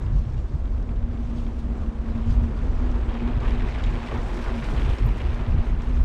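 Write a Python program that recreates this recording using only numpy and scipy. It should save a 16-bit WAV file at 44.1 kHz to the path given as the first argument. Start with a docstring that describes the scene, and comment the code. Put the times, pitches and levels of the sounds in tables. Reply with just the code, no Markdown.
"""Wind buffets and flutters, a tyre hums, loose parts rattle and tick, and a bicycle overtakes and draws away.
The place is a brick-paved square, heard from one microphone riding on a moving wheeled vehicle.
Wind, rolling, rattle, a high fizz and the bicycle are coloured noise; uneven jolts shake all but the wind.
The hum is a sine of wandering pitch, ticks are damped modes, grit makes short pings,
and the few very high squeaks are brief rising tones."""
import sys
import numpy as np
from scipy import signal
from scipy.fft import rfft, irfft, next_fast_len
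from scipy.io import wavfile
from scipy.ndimage import uniform_filter1d, map_coordinates

SR = 44100
rng = np.random.default_rng(int(sys.argv[2]) if len(sys.argv) > 2 else 0)


def generate_wav(sig):
    """Save sig (samples, or channels by samples) to the path in sys.argv[1] as 16-bit PCM at SR."""
    pcm = np.round(np.clip(np.atleast_2d(sig).T, -1, 1) * 32767).astype(np.int16)
    wavfile.write(sys.argv[1], SR, pcm)


def ratio(d):
    """dB to gain"""
    e = np.asarray(d, float) / 20
    return 10 ** e


N = 266364

# Gusts at the microphone port: (time [s], buffet level [dB], flutter level [dB])
WIND_LEVELS = [(0.0, -29, -40), (0.05, -25, -26), (0.1, -24.5, -31), (0.135, -21, -20.5),
               (0.17, -19, -25.5), (0.22, -16.5, -34), (0.245, -30, -34), (0.27, -37, -27.5),
               (0.33, -27.5, -36.5), (0.38, -25, -29.5), (0.43, -29, -37), (0.475, -21, -43),
               (0.51, -27, -40), (0.55, -22, -23.5), (0.59, -26.5, -43), (0.7, -20.5, -32),
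               (0.77, -20.5, -40), (0.82, -23.5, -32), (0.86, -27.5, -38), (0.92, -23.5, -31.5),
               (0.99, -23, -34), (1.02, -20, -32), (1.08, -28, -34.5), (1.87, -24, -40.5), (1.9, -25, -39),
               (1.93, -35, -46), (2.0, -23.5, -43), (2.05, -37, -39.5), (2.09, -20, -50),
               (2.12, -23.5, -26.5), (2.25, -26, -45), (2.29, -20.5, -28.5), (2.37, -15.5, -27.5),
               (2.52, -27.5, -37.5), (2.57, -27, -42), (2.61, -21, -33), (2.73, -23.5, -39),
               (3.09, -20.5, -37.5), (3.11, -28.5, -38), (3.3, -23.5, -34), (3.43, -23, -24.5),
               (3.46, -18, -31), (3.8, -28, -36.5), (3.83, -19, -29.5), (4.05, -32.5, -39.5),
               (4.16, -26.5, -31.5), (4.41, -28.5, -45.5), (4.44, -21, -39), (4.64, -34, -36),
               (4.67, -26.5, -40), (4.73, -21, -26), (4.84, -21.5, -34), (4.91, -13, -21), (4.98, -33, -49),
               (5.03, -18, -22), (5.21, -27, -37), (5.32, -18, -30.5), (5.37, -32, -40), (5.4, -19, -23),
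               (5.45, -28.5, -37), (5.5, -15, -22), (5.55, -21.5, -27.5), (5.6, -15, -28), (5.63, -31, -38),
               (5.68, -21.5, -39), (5.74, -17.5, -24), (5.84, -25.5, -36.5), (5.94, -20.5, -30.5),
               (6.04, -13, -29.5)]
# Colour of the slow pressure swings: (frequency [Hz], relative density [dB per Hz])
BUFFET_COLOUR = [(12, -20.5), (22, -2), (42, 2), (58, 1), (80, -9.5), (130, -33), (250, -43.5)]
# Colour of the faster flutter: (frequency [Hz], relative density [dB per Hz])
FLUTTER_COLOUR = [(50, -10.5), (85, -1), (125, -2.5), (160, -10), (195, -23), (260, -30), (600, -58)]
# Ring of air in the tyre: (time [s], level [dB])
HUM_LEVEL = [(0, -42.5), (.2, -46), (.5, -55), (1.05, -37.5), (1.15, -40.5), (1.43, -35), (1.6, -39),
             (2.1, -35.5), (2.2, -32.5), (2.47, -33.5), (2.56, -40.5), (2.83, -32), (3.0, -39.5),
             (3.29, -28), (3.42, -37.5), (3.6, -35.5), (3.8, -47.5), (4.0, -38), (4.15, -45.5),
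             (4.45, -40.5), (4.52, -37), (4.58, -27.5), (4.68, -49), (4.82, -33), (4.9, -48.5), (5.0, -36),
             (5.28, -54), (5.5, -36), (5.76, -45), (5.9, -32), (6.04, -44)]
# Middle pitch of that ring, drifting with load: (time [s], frequency [Hz])
HUM_PITCH = [(0, 227.5), (1.1, 234), (1.9, 227.7), (2.3, 230.1), (2.7, 238.3), (3.3, 238.3), (3.7, 232),
             (4.6, 233.9), (5.4, 231.5), (6.04, 238.4)]
# Tread on brick: (time [s], level [dB])
TREAD_LEVEL = [(0, -42.5), (.8, -40), (2.3, -38), (4.66, -38.5), (4.73, -33.5), (4.84, -35), (4.9, -40),
               (6.04, -43)]
# Rattle of shaken parts, and a high fizz from the ride and, later, the passing bicycle;
# before the lifts in ride(): (time [s], rattle level [dB], fizz level [dB])
RATTLE_FIZZ_LEVELS = [(0, -64.5, -87), (.45, -66, -84.5), (.9, -71.5, -98), (1.12, -70, -95),
                      (1.2, -67, -86), (1.38, -64, -85), (1.47, -64, -81), (1.72, -68.5, -88),
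                      (2.03, -68.5, -90), (2.25, -66.5, -84), (2.3, -55.5, -81), (2.345, -57.5, -73),
                      (2.38, -64.5, -80), (2.5, -67.5, -96), (2.9, -64, -88), (3.3, -72, -86),
                      (3.5, -67, -79), (3.7, -65.5, -86), (4.24, -57, -73.5), (4.65, -58.5, -73),
                      (4.95, -62, -74), (5.35, -65.5, -77.5), (6.04, -64, -80.5)]
# Colour of the tread noise: (frequency [Hz], relative density [dB per Hz])
ROLLING_COLOUR = [(120, -13), (200, 0), (235, 5), (270, -1.5), (400, -8), (700, -15), (1200, -21.5),
                  (2000, -34), (4000, -43.5), (8000, -47.5), (16000, -83)]
# Colour of the rattling parts: (frequency [Hz], relative density [dB per Hz])
RATTLE_COLOUR = [(1000, -17), (2500, 2.5), (4000, 1), (6000, -2), (8700, -11.5), (9300, -29), (12000, -31),
                 (15400, -59)]
# Colour of the high fizz, from the ride and, later, the bicycle: (frequency [Hz], relative density [dB per Hz])
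FIZZ_COLOUR = [(5000, -16), (8500, 0.5), (10000, -4), (13000, -10), (14600, -17), (15400, -46.5)]
# Knocks of loose parts, before the gains in ticks(): (time [s], level [dB], centre of brightness [Hz])
KNOCKS = [(0.063, -44, 3250), (0.2508, -43, 2600), (0.343, -45, 2300), (.13, -53, 4600), (.378, -47, 4600),
          (.4, -52, 4100), (0.6547, -45, 3270), (.676, -53, 3300), (.779, -50, 3300), (.826, -49, 4200),
          (0.89, -42, 2400), (.96, -48, 3000), (1.173, -45, 3000), (1.447, -46, 2800), (1.465, -43, 3380),
          (2.299, -50, 6900),  (2.589, -43.5, 3462), (2.914, -43, 4984), (3.119, -43, 2992),
          (3.141, -42, 4300), (3.405, -48, 7000), (3.507, -34, 2974), (3.693, -47, 6000),
          (3.794, -37, 2806), (3.8193, -43, 3000), (3.8355, -41, 7000), (3.838, -29, 3700),
          (3.862, -43, 6500), (3.875, -36, 2800), (3.9104, -44, 6780), (3.9535, -35, 2970),
          (4.073, -44, 2980), (4.1125, -35, 2816), (4.231, -43, 7600), (4.284, -42, 7530),
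          (4.373, -34, 2820), (4.48, -41, 4270), (4.51, -44, 2600), (4.54, -41, 3300), (4.625, -31, 2610),
          (4.643, -35.5, 5400), (4.764, -41, 2760), (4.8, -40.5, 2803), (4.818, -31, 2798),
          (4.847, -39, 2980), (4.877, -37, 2000), (4.8905, -35, 2992), (4.984, -36, 4474),
          (5.2033, -37, 2980), (5.3437, -40, 4000), (5.436, -46, 3494), (5.463, -39.5, 3500),
          (5.819, -41.5, 5580)]
# Modes of the loose parts, before random variation: (frequency [Hz], relative level [dB])
PART_MODES = [(1700, 8), (2300, 7.5), (2800, 2), (3250, 2.5), (3700, 1.5), (4600, -1.5), (5450, 1.5),
              (6200, -2), (6900, -1.5), (7600, -1), (8400, -4.5)]
# Friction tones, before their envelope: (time [s], level [dB], starting pitch [Hz], length of fall [s])
SQUEAK_TONES = [(3.69, -66, 13400, .0075), (3.7434, -76, 13450, .0087), (4.168, -64, 13350, .0089),
                (5.043, -66, 13300, .008), (5.057, -52, 13170, .015)]
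# Overtaking bicycle, before the gains in passer(): (time [s], roar level [dB], crackle level [dB])
PASSER_LEVELS = [(0, -50, -64.5), (.5, -54, -65.5), (1.2, -53, -59.5), (2.0, -50, -61.5), (2.2, -47.5, -56),
                 (2.5, -49, -59.5), (2.8, -43.5, -58.5), (3.2, -44.5, -48.5), (3.3, -41, -50),
                 (3.39, -45.5, -50.5), (3.43, -40.5, -45.5), (3.55, -42, -44.5), (3.64, -42.5, -46.5),
                 (3.7, -43, -43.5), (3.77, -43, -45.5), (3.98, -41.5, -46), (4.06, -40, -45),
                 (4.17, -39, -47), (4.25, -42, -49.5), (4.55, -40.5, -46), (4.87, -41, -44),
                 (5.03, -43.5, -47.5), (5.27, -42.5, -45.5), (5.42, -43.5, -49.5), (6.04, -47, -54)]
# Colour of the bicycle's tyre roar: (frequency [Hz], relative density [dB per Hz])
ROAR_COLOUR = [(150, -22), (350, 2.5), (550, -3.5), (1000, -4.5), (1600, -11), (2600, -20.5), (3800, -28),
               (5000, -37.5), (9000, -54.5), (14000, -64.5), (15400, -84)]
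# Colour of its grit and chain: (frequency [Hz], relative density [dB per Hz])
CRACKLE_COLOUR = [(800, -18.5), (1800, 4), (2500, 3.5), (3900, -5), (4600, -12), (8700, -25.5),
                  (9500, -31.5), (14000, -48), (15400, -66.5)]


def unit(x):
    """Scaled to rms 1."""
    return x / np.sqrt(np.mean(x ** 2) + 1e-20)


def curves(rows):
    """One value per sample for each column after the time."""
    s, *columns = np.transpose(rows)
    return [np.interp(np.arange(N) / SR, s, column) for column in columns]


def wobble(rate):
    """A smooth random curve, rate knots a second."""
    knots = rng.standard_normal(int(N * rate / SR) + 9)
    return map_coordinates(knots, [np.arange(N) * rate / SR])


def rush(spectrum, patchy_db):
    """Noise of rms 1 with the given colour and patches of random gain in time and frequency."""
    z = signal.stft(rng.standard_normal(N + SR // 4), nperseg=1024)[2]
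    field = uniform_filter1d(rng.standard_normal(z.shape), size=14, axis=0)
    field = uniform_filter1d(field, size=3, axis=1)
    x = signal.istft(z * ratio(patchy_db * unit(field)), nperseg=1024)[1]
    m = next_fast_len(len(x))
    f, db = np.transpose(spectrum)
    log_hz = np.log(np.fft.rfftfreq(m, 1 / SR) + 1)
    colour = ratio(np.interp(log_hz, np.log(f), db, left=-120, right=-120))
    return unit(irfft(rfft(x, m) * colour, m)[:N])


def evened(x, window_s, share):
    """Noise whose own chance swells are partly levelled out."""
    power = np.abs(signal.hilbert(x, next_fast_len(N))[:N]) ** 2
    power = uniform_filter1d(power, max(int(window_s * SR), 1))
    return unit(x / (np.abs(power) + 0.018) ** (np.clip(share, 0, 1) / 2))


def jolts(rate, spread_db, t60):
    """Envelope of rms 1: a wheel drops into joints at uneven moments, and each shake dies quickly."""
    draw = rng.random((1200, 3))
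    at = (np.cumsum(.4 + 1.2 * draw[:, 0]) / rate * SR).astype(int)
    hits = np.bincount(at, ratio(spread_db * (draw[:, 1] + draw[:, 2])), N)[:N]
    t = np.arange(SR // 8) / SR
    shake = ratio(-60 * t / t60) * (1 - np.exp(-t / 0.0034))
    return unit(signal.fftconvolve(hits, shake)[:N])


def wind():
    """Slow pressure swings on the port follow the gusts, with a faster flutter on top; both come in lumps."""
    buffet_db, flutter_db = curves(WIND_LEVELS)
    lumps = wobble(17)
    buffet = evened(rush(BUFFET_COLOUR, patchy_db=-0.36), window_s=0.079, share=0.87)
    buffet = unit(ratio(1.5 * lumps) * buffet)
    flutter = evened(rush(FLUTTER_COLOUR, patchy_db=-1.7), window_s=0.063, share=0.78)
    flutter = unit(ratio(1.4 * lumps + 1.2 * wobble(22)) * flutter)
    return ratio(buffet_db) * buffet + ratio(flutter_db) * flutter


def tyre_hum():
    """The ring of air in the tyre, shaken at random: a sine blurred by wandering pitch and level."""
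    level_db, = curves(HUM_LEVEL)
    pitch_hz, = curves(HUM_PITCH)
    pitch_hz = pitch_hz + 2.5 * wobble(9) + 3.5 * wobble(45)
    phase = 2 * np.pi * np.cumsum(pitch_hz) / SR
    swing = ratio(1.8 * wobble(22)) * (1.3 + .4 * wobble(30))
    return ratio(level_db) * unit(swing * np.sin(phase))


def ride():
    """Tread noise, rattle of shaken parts, and a high fizz from the ride and, later, the passing bicycle."""
    tread_db, = curves(TREAD_LEVEL)
    rattle_db, fizz_db = curves(RATTLE_FIZZ_LEVELS)
    shake = jolts(rate=52, spread_db=8.5, t60=0.073)
    patches = wobble(12)  # rougher moments of rattle and fizz
    rolling = unit(ratio(0.86 * wobble(7.7)) * (1 + 0.099 * shake) * rush(ROLLING_COLOUR, patchy_db=1.4))
    rattle = unit(ratio(1.3 * patches) * (1 + 0.69 * shake) * rush(RATTLE_COLOUR, patchy_db=2.0))
    fizz = unit(ratio(1.4 * patches) * (1 + .8 * shake) * rush(FIZZ_COLOUR, patchy_db=0.5))
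    return ratio(tread_db) * rolling + ratio(rattle_db + 2.5) * rattle + ratio(fizz_db + 4.5) * fizz


def ticks():
    """Loose parts knock: each contact clicks in many modes and may leave a middle one ringing roughly."""
    ring_t60_s, ring_hz, ring_db = .045, 3500, -2  # modes near ring_hz ring on
    click_t60_s, click_db = .02, 1.5  # all modes click briefly
    out, t = np.zeros(N + SR), np.arange(SR // 8) / SR
    hz, mode_db = np.transpose(PART_MODES)
    from_ring = np.log2(hz / ring_hz)[:, None] ** 2
    for s, db, centre_hz in KNOCKS:
        octaves = np.log2(hz / centre_hz)[:, None]
        away = octaves ** 2
        gains = ratio(mode_db + 2 * rng.standard_normal(len(hz)))
        # Phase noise makes a dull ring, not a ping
        drift = np.cumsum(.09 * rng.standard_normal((len(hz), len(t))), axis=1)
        drift = uniform_filter1d(drift, size=24, axis=1)
        ringing = ratio(ring_db - 500 * away - 120 * from_ring - 60 * t / ring_t60_s)
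        slope = np.where(octaves > 0, 15, 7)  # dB per squared octave
        click = ratio(click_db - slope * away - 60 * t / click_t60_s)
        knock = gains @ ((ringing + click) * np.sin(2 * np.pi * hz[:, None] * t + drift))
        rise = np.minimum(t / .0009, 1) ** 2
        out[round(s * SR):][:len(t)] += ratio(db - 11) * rise * knock
    return out[:N]


def squeaks():
    """Very high, brief friction tones that rise a little."""
    out, t = np.zeros(N + SR), np.arange(SR // 8) / SR
    for s, db, hz, length in SQUEAK_TONES:
        envelope = (1 - np.exp(-t / .002)) * np.exp(-(t / max(length, .003)) ** 2)
        tone = np.sin(2 * np.pi * (hz * t + 5000 * t ** 2))  # climbs 10 Hz each millisecond
        out[round(s * SR):][:len(t)] += ratio(db) * envelope * tone
    return out[:N]


def chips():
    """Grit pressed out of the joints: brief damped pings of scattered pitch and size, rms 1."""
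    rate, middle_hz, spread_octaves = 240, 2600, .55  # rate in pings a second
    draw = rng.random((1500, 2))
    at = (np.cumsum(-np.log(1 - draw[:, 0])) / rate * SR).astype(int)
    hz = middle_hz * 2 ** (spread_octaves * rng.standard_normal((len(at), 1)))
    hz = np.clip(hz, 800, 4800)
    k = np.arange(SR // 30)
    cycles = hz * k / SR
    size = ratio(-3.5 * np.log(1.02 - draw[:, 1:]) - 6 * np.log2(hz / middle_hz))
    envelope = np.exp(-2 * cycles / 3) * (1 - np.exp(-cycles))
    ping = size * envelope * np.sin(2 * np.pi * cycles)
    return unit(np.bincount((at[:, None] + k).ravel(), ping.ravel(), N)[:N])


def passer():
    """The other bicycle: a roar of tyres, and a crackle of grit and chain broken into grains by quick jolts."""
    roar_db, crackle_db = curves(PASSER_LEVELS)
    shake = jolts(rate=45, spread_db=10.5, t60=0.078)
    grit = jolts(rate=140, spread_db=10, t60=.016)
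    roar_shake = 1 + 0.22 * shake + 0.17 * grit
    roar = unit(ratio(0.81 * wobble(15)) * roar_shake * rush(ROAR_COLOUR, patchy_db=0.74))
    crackle = unit((1 + 1.3 * grit + .3 * shake) * rush(CRACKLE_COLOUR, patchy_db=1.5))
    grains = crackle + ratio(-2.5) * chips()
    return ratio(roar_db + 3.0) * roar + ratio(crackle_db - 2.55) * grains


def scene():
    """Everything reaches one microphone on the moving vehicle."""
    mix = wind() + tyre_hum() + ride() + ticks() + squeaks() + passer()
    return mix[None]


def roll_off(x):
    """The treble ends steeply here."""
    return signal.sosfilt(signal.butter(12, 15400, fs=SR, output="sos"), x)


def record(dry):
    """The single microphone's mix is kept in mono."""
    return roll_off(dry)


dry = scene()
out = record(dry)
generate_wav(out)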